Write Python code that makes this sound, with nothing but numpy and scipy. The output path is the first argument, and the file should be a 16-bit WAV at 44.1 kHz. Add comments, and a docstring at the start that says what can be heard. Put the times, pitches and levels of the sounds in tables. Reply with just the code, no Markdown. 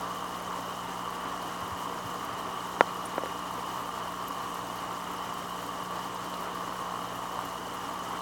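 """A steady hum and rattle over dense bubbling: a mains air pump aerates a plastic fish tub, close by.
The pump taps its casing and puffs air once a stroke. The air rises as ringing bubbles that churn
the water, sound the hollows of the tub, and fizz and pop at the surface.
The tub takes a few soft bumps, then one sharp knock and a little run of lighter ones."""
import sys
import numpy as np
from scipy import signal
from scipy.fft import rfft, irfft, next_fast_len
from scipy.io import wavfile
from scipy.ndimage import uniform_filter1d

SR = 44100
rng = np.random.default_rng(int(sys.argv[2]) if len(sys.argv) > 2 else 0)


def master(y):
    """Save y as 16-bit WAV."""
    cut = np.clip(np.atleast_2d(y).T, -1, 1)
    pcm = np.round(cut * 32767)  # scale
    wavfile.write(sys.argv[1], SR, pcm.astype(np.int16))


N = 362061
MAINS_HZ, TOP_HZ = 60.014, 17100


def undb(db):
    """Decibels to gain."""
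    return 10 ** (np.asarray(db) / 20)


def level(x, db):
    """Scale to an rms level."""
    return x * undb(db) / np.sqrt(np.mean(x ** 2))


def peak(x, db):
    """Scale to a peak level."""
    return x * undb(db) / np.abs(x).max()


def colour(x, points):
    """Minimum-phase EQ through (f/Hz, gain/dB) points."""
    hz, db = np.transpose(points)
    size = next_fast_len(N + SR // 4)
    size += size % 2
    f = np.maximum(np.arange(size // 2 + 1) * SR / size, 1)
    gain = undb(np.interp(np.log(f), np.log(hz), db))
    cepstrum = irfft(np.log(gain))
    cepstrum[1:size // 2] *= 2
    cepstrum[size // 2 + 1:] = 0
    return irfft(rfft(x, size) * np.exp(rfft(cepstrum)))[:N]


def band(x, hz, width_hz):
    """One resonance, gain 1 at its centre."""
    hz = min(hz, SR / 2 - 1000)
    return signal.lfilter(*signal.iirpeak(hz, hz / width_hz, fs=SR), x)


def steep_band(x, hz, width_hz):
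    """Two passes through a resonance keep its skirts dark."""
    return band(band(x, hz, width_hz), hz, width_hz)


def highpass(x, hz, order=2):
    """Roll off the bass."""
    return signal.sosfilt(signal.butter(order, hz, "high", fs=SR, output="sos"), x)


def fade(t, t60):
    """Exponential decay, 60 dB down at t60."""
    return np.exp(-np.log(1000) * t / t60)


def ring(modes):
    """Response of (f/Hz, t60/s, level/dB) modes to a tap."""
    t = np.arange(SR // 8) / SR
    return sum(undb(db) * fade(t, t60) * np.sin(2 * np.pi * hz * t) for hz, t60, db in modes)


def drift(rate_hz):
    """Smooth random modulation with a spread near 1."""
    hold = int(SR / rate_hz)
    steps = np.repeat(rng.standard_normal(N // hold + 1), hold)
    return uniform_filter1d(steps, hold)[:N] * np.sqrt(3 / 2)


def taps(times, sizes):
    """Impulses at the given times."""
    return np.bincount(np.clip(times * SR, 0, N).astype(int), sizes, N + 1)[:N]


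def add(out, start_s, sound):
    """Mix a sound in at a time."""
    i = max(int(start_s * SR), 0)
    out[i:i + len(sound)] += sound[:max(N - i, 0)]


def stroke(centre, width):
    """A smooth gate that opens once a pump cycle; centre and width in cycles."""
    phase = np.arange(N) / SR * MAINS_HZ
    offset = (phase - centre + .5) % 1 - .5
    return np.exp(-.5 * (offset / width) ** 2)


# ring of the pump casing: f/Hz, t60/s, relative level/dB
CASING_MODES = [(780, 0.017, -4), (1035, 0.0055, -0.5), (1150, 0.019, -12), (1290, 0.0032, -4)]
# tone of each puff of air: f/Hz, gain/dB
PUFF_EQ = [(200, -30.5), (500, -29.5), (750, -9), (1000, 0), (1170, 1), (1380, -9.5), (1600, -36),
           (2400, -28.5), (6000, -36), (16000, -62)]
# the pump's effort swells and sags, moving rattle and puff together: t/s, gain/dB
PUMP_EFFORT = [(0.0, 0.9), (2.15, -0.5), (2.45, 0.8), (2.75, -2.2), (2.85, 0), (3.3, -2.5), (3.45, 1.0),
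               (4.4, 0), (6.7, 0.1), (6.95, 2.5), (7.25, -1.1), (7.4, 5), (7.55, -4.5), (8.2, 1.5)]


def pump(rattle_db=-45.5, puff_db=-44.5, scatter_db=0.6, jitter_s=0.00012, surge_db=0.2):
    """Each stroke taps the casing a little differently and pushes out a puff of air."""
    cycles = np.arange(int(N / SR * MAINS_HZ))
    late, strength = rng.standard_normal((len(cycles), 2)).T
    times = (cycles + .505) / MAINS_HZ + jitter_s * late
    hits = taps(times, undb(scatter_db * strength))
    rattle = signal.fftconvolve(hits, ring(CASING_MODES))[:N]
    rattle = steep_band(rattle, hz=1050, width_hz=900)  # the tub wall passes only the mids
    valve = stroke(0.539, 0.05) + 0.51 * stroke(0.716, 0.11)  # opens sharply, then the air trails off
    puff = colour(rng.standard_normal(N) * valve, PUFF_EQ) * undb(surge_db * drift(40))
    effort_db = np.interp(np.arange(N) / SR, *np.transpose(PUMP_EFFORT))
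    return (level(rattle, rattle_db) + level(puff, puff_db)) * undb(effort_db)


# partials of the pump's hum: multiple of the mains, rms level/dB
HUM_HARMONICS = [(1, -61.5), (2, -58.5), (3, -50.5), (4, -58), (8, -55.5), (10, -60.5), (11, -56.5),
                 (15, -58), (18, -50)]


def hum(waver_db=1.0):
    """The pump's armature swings at the mains rate and shakes its harmonics into the tub."""
    phase = 2 * np.pi * MAINS_HZ * np.arange(N) / SR
    out = np.zeros(N)
    for multiple, db in HUM_HARMONICS:
        partial = np.sin(multiple * phase + rng.uniform(0, 2 * np.pi))
        out += level(partial, db) * undb(waver_db * drift(5))
    return out


def bubbles(count, centre_hz, octaves, cycles, glide, scatter_db, db):
    """Each bubble rings at a pitch set by its size and rises in pitch as it nears the surface."""
    out = np.zeros(N)
    starts = rng.uniform(0, N / SR, count)
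    spreads = np.clip(rng.standard_normal((count, 2)), -2.2, 2.2)
    for start_s, (pitch, strength) in zip(starts, spreads):
        hz = min(centre_hz * 2 ** (octaves * pitch), TOP_HZ)
        life_s = cycles / hz
        t = np.arange(int(life_s * SR)) / SR
        chirp = np.sin(2 * np.pi * hz * t * (1 + glide * t / life_s / 2))
        add(out, start_s, undb(scatter_db * strength) * fade(t, life_s) * chirp)
    return level(out, db)


def stream():
    """Large bubbles burble; tiny ones tick as they break the surface."""
    burble = bubbles(3000, centre_hz=857.5, octaves=0.488, cycles=22.4, glide=.13, scatter_db=1, db=-46.5)
    ticks = bubbles(2200, centre_hz=6230, octaves=0.347, cycles=75, glide=.04, scatter_db=2, db=-58)
    return burble + ticks


# tone of the churned water: f/Hz, gain/dB
WASH_EQ = [(20, -33), (50, -25), (110, -7), (200, -11), (400, -4), (560, -12.5), (950, -2.5), (1150, 1),
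           (1500, -9.5), (1900, -12), (2300, -17), (3600, -22.5), (6000, -33.5), (16000, -62)]
# hollow resonances of tub and air line: f/Hz, nominal width/Hz, rms level/dB
HOLLOW_BANDS = [(284.6, 20, -52.5), (652, 49, -54), (981, 110, -47.5), (1157, 20.5, -48),
                (1843, 114, -58.5), (2899, 63, -53.5), (3090, 65, -55.5)]


def water(wash_db=-41, churn_db=1.17, throb=.35):
    """Churned water washes on and sounds the hollows, which throb with both swings of the pump."""
    wash = colour(rng.standard_normal(N), WASH_EQ) * undb(churn_db * drift(22))
    drive = 1 + throb * (stroke(0.66, 0.093) + stroke(0.023, 0.097))
    hollows = sum(level(steep_band(rng.standard_normal(N) * drive, hz, 2.1 * width_hz), db)
                  for hz, width_hz, db in HOLLOW_BANDS)
    return level(wash, wash_db) + hollows


# ring of the plastic tub wall: f/Hz, t60/s, relative level/dB
WALL_MODES = [(606, 0.015, -14), (860, 0.0041, 3.5), (970, 0.059, -19.5), (1090, 0.019, -12),
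              (1383, 0.033, -11.5), (1770, 0.0042, 1.5), (3550, 0.0044, -9.5), (6030, .004, -16),
              (8400, .004, -26)]
# knocks on the tub: t/s, peak level before the low cut/dB, contact/ms
KNOCK_CUES = [(2.8090, 0.9, 0.29), (3.1806, -14, 0.76), (3.1838, -21, .4), (3.2355, -21, 1),
              (3.2591, -22, .04)]


def knocks(low_hz=380, bounce_s=0.0039, bounce_db=-20, hollow_hz=545, hollow_t60=.035, hollow_db=-27.5):
    """Short pushes on the water-damped wall, duller with longer contact; the tub answers hollowly."""
    out, t = np.zeros(N), np.arange(SR // 100) / SR
    wall = highpass(ring(WALL_MODES), low_hz)
    hollow = band(ring([(hollow_hz, hollow_t60, 0)]), hollow_hz, hollow_hz)
    for start_s, db, contact_ms in KNOCK_CUES:
        push = t ** 2 * fade(t, contact_ms / 1000)
        knock = peak(np.convolve(wall, push), db)
        add(out, start_s, knock)
        add(out, start_s, peak(hollow, hollow_db + 0.29 * db))  # drops far less than the knock does
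        add(out, start_s + bounce_s, undb(bounce_db) * knock)  # the wall bounces back and knocks once more
    return highpass(out, low_hz / 2)  # the small wall radiates almost no bass


# soft bumps on the tub: centre t/s, envelope peak level/dB, f/Hz
BUMP_CUES = [(1.635, -37, 103), (1.732, -38, 88), (2.06, -36.5, 115), (2.34, -45, 110)]


def bumps(swell_cycles=0.87):
    """Soft contacts set the whole tub swinging for a few cycles."""
    out, t = np.zeros(N), np.arange(N) / SR
    for centre_s, db, hz in BUMP_CUES:
        cycles = (t - centre_s) * hz
        swell = np.exp(-.5 * (cycles / swell_cycles) ** 2)
        out += undb(db) * swell * np.sin(2 * np.pi * cycles)
    return out


# tone of the surface hiss: f/Hz, gain/dB
FIZZ_EQ = [(1500, -21.5), (3000, 0), (4100, -0.5), (4800, -2.5), (6000, -0.5), (7000, -1), (9700, -5.5),
           (12500, -8), (14500, -8.5), (17000, -10)]


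def fizz(spurts=420, hiss_db=-51.0, spray_db=-61.5, flicker_db=0.9, scatter_db=2.5, spurt_t60=0.036):
    """Countless tiny bubbles burst as a hiss; clusters of them go off in short, high spurts."""
    hiss = colour(rng.standard_normal(N), FIZZ_EQ) * undb(flicker_db * drift(35))
    sizes = undb(scatter_db * np.minimum(rng.exponential(size=spurts), 4))
    onsets = taps(rng.uniform(0, N / SR, spurts), sizes ** 2)
    tail = fade(np.arange(SR // 10) / SR, spurt_t60)
    power = np.abs(signal.fftconvolve(onsets, tail ** 2)[:N])  # overlapping spurts add in power
    spray = band(rng.standard_normal(N) * np.sqrt(power), hz=13000, width_hz=6000)
    return level(hiss, hiss_db) + level(spray, spray_db)


# small bubbles bursting up close: t/s, peak level of the ring/dB, f/Hz
POP_CUES = [(.1685, -37, 14500), (.398, -39, 10100), (3.055, -31, 9400), (4.121, -37, 13500),
            (4.2812, -33.5, 12400), (5.168, -40, 11000), (6.34, -34, 3800)]


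def pops(relative_width=0.17, loud_db=-32, loud_t60=.036, crack_db=-16, crack_t60=.012):
    """A film of water cracks and leaves a brief high ring, longer when stronger."""
    out, t = np.zeros(N), np.arange(SR // 16) / SR
    for start_s, db, hz in POP_CUES:
        t60 = loud_t60 * 2 ** ((db - loud_db) / 2)  # halves for every 2 dB weaker
        ping_noise, crack_noise = rng.standard_normal((2, len(t)))
        ping = steep_band(ping_noise * fade(t, t60), hz, relative_width * hz)
        crack = band(crack_noise * fade(t, crack_t60), hz, hz)
        add(out, start_s, peak(ping, db) + peak(crack, db + crack_db))
    return out


def scene():
    """Pump, water and tub at one microphone."""
    return (hum() + pump() + stream() + water() + fizz() + pops() + knocks() + bumps())[None]


def record(dry, low_hz=25):
    """The microphone drops the deepest bass and the recorder cuts the top."""
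    top_cut = signal.ellip(12, .1, 80, TOP_HZ, fs=SR, output="sos")
    return signal.sosfilt(top_cut, highpass(dry, low_hz, order=1))


dry = scene()
out = record(dry)
master(out)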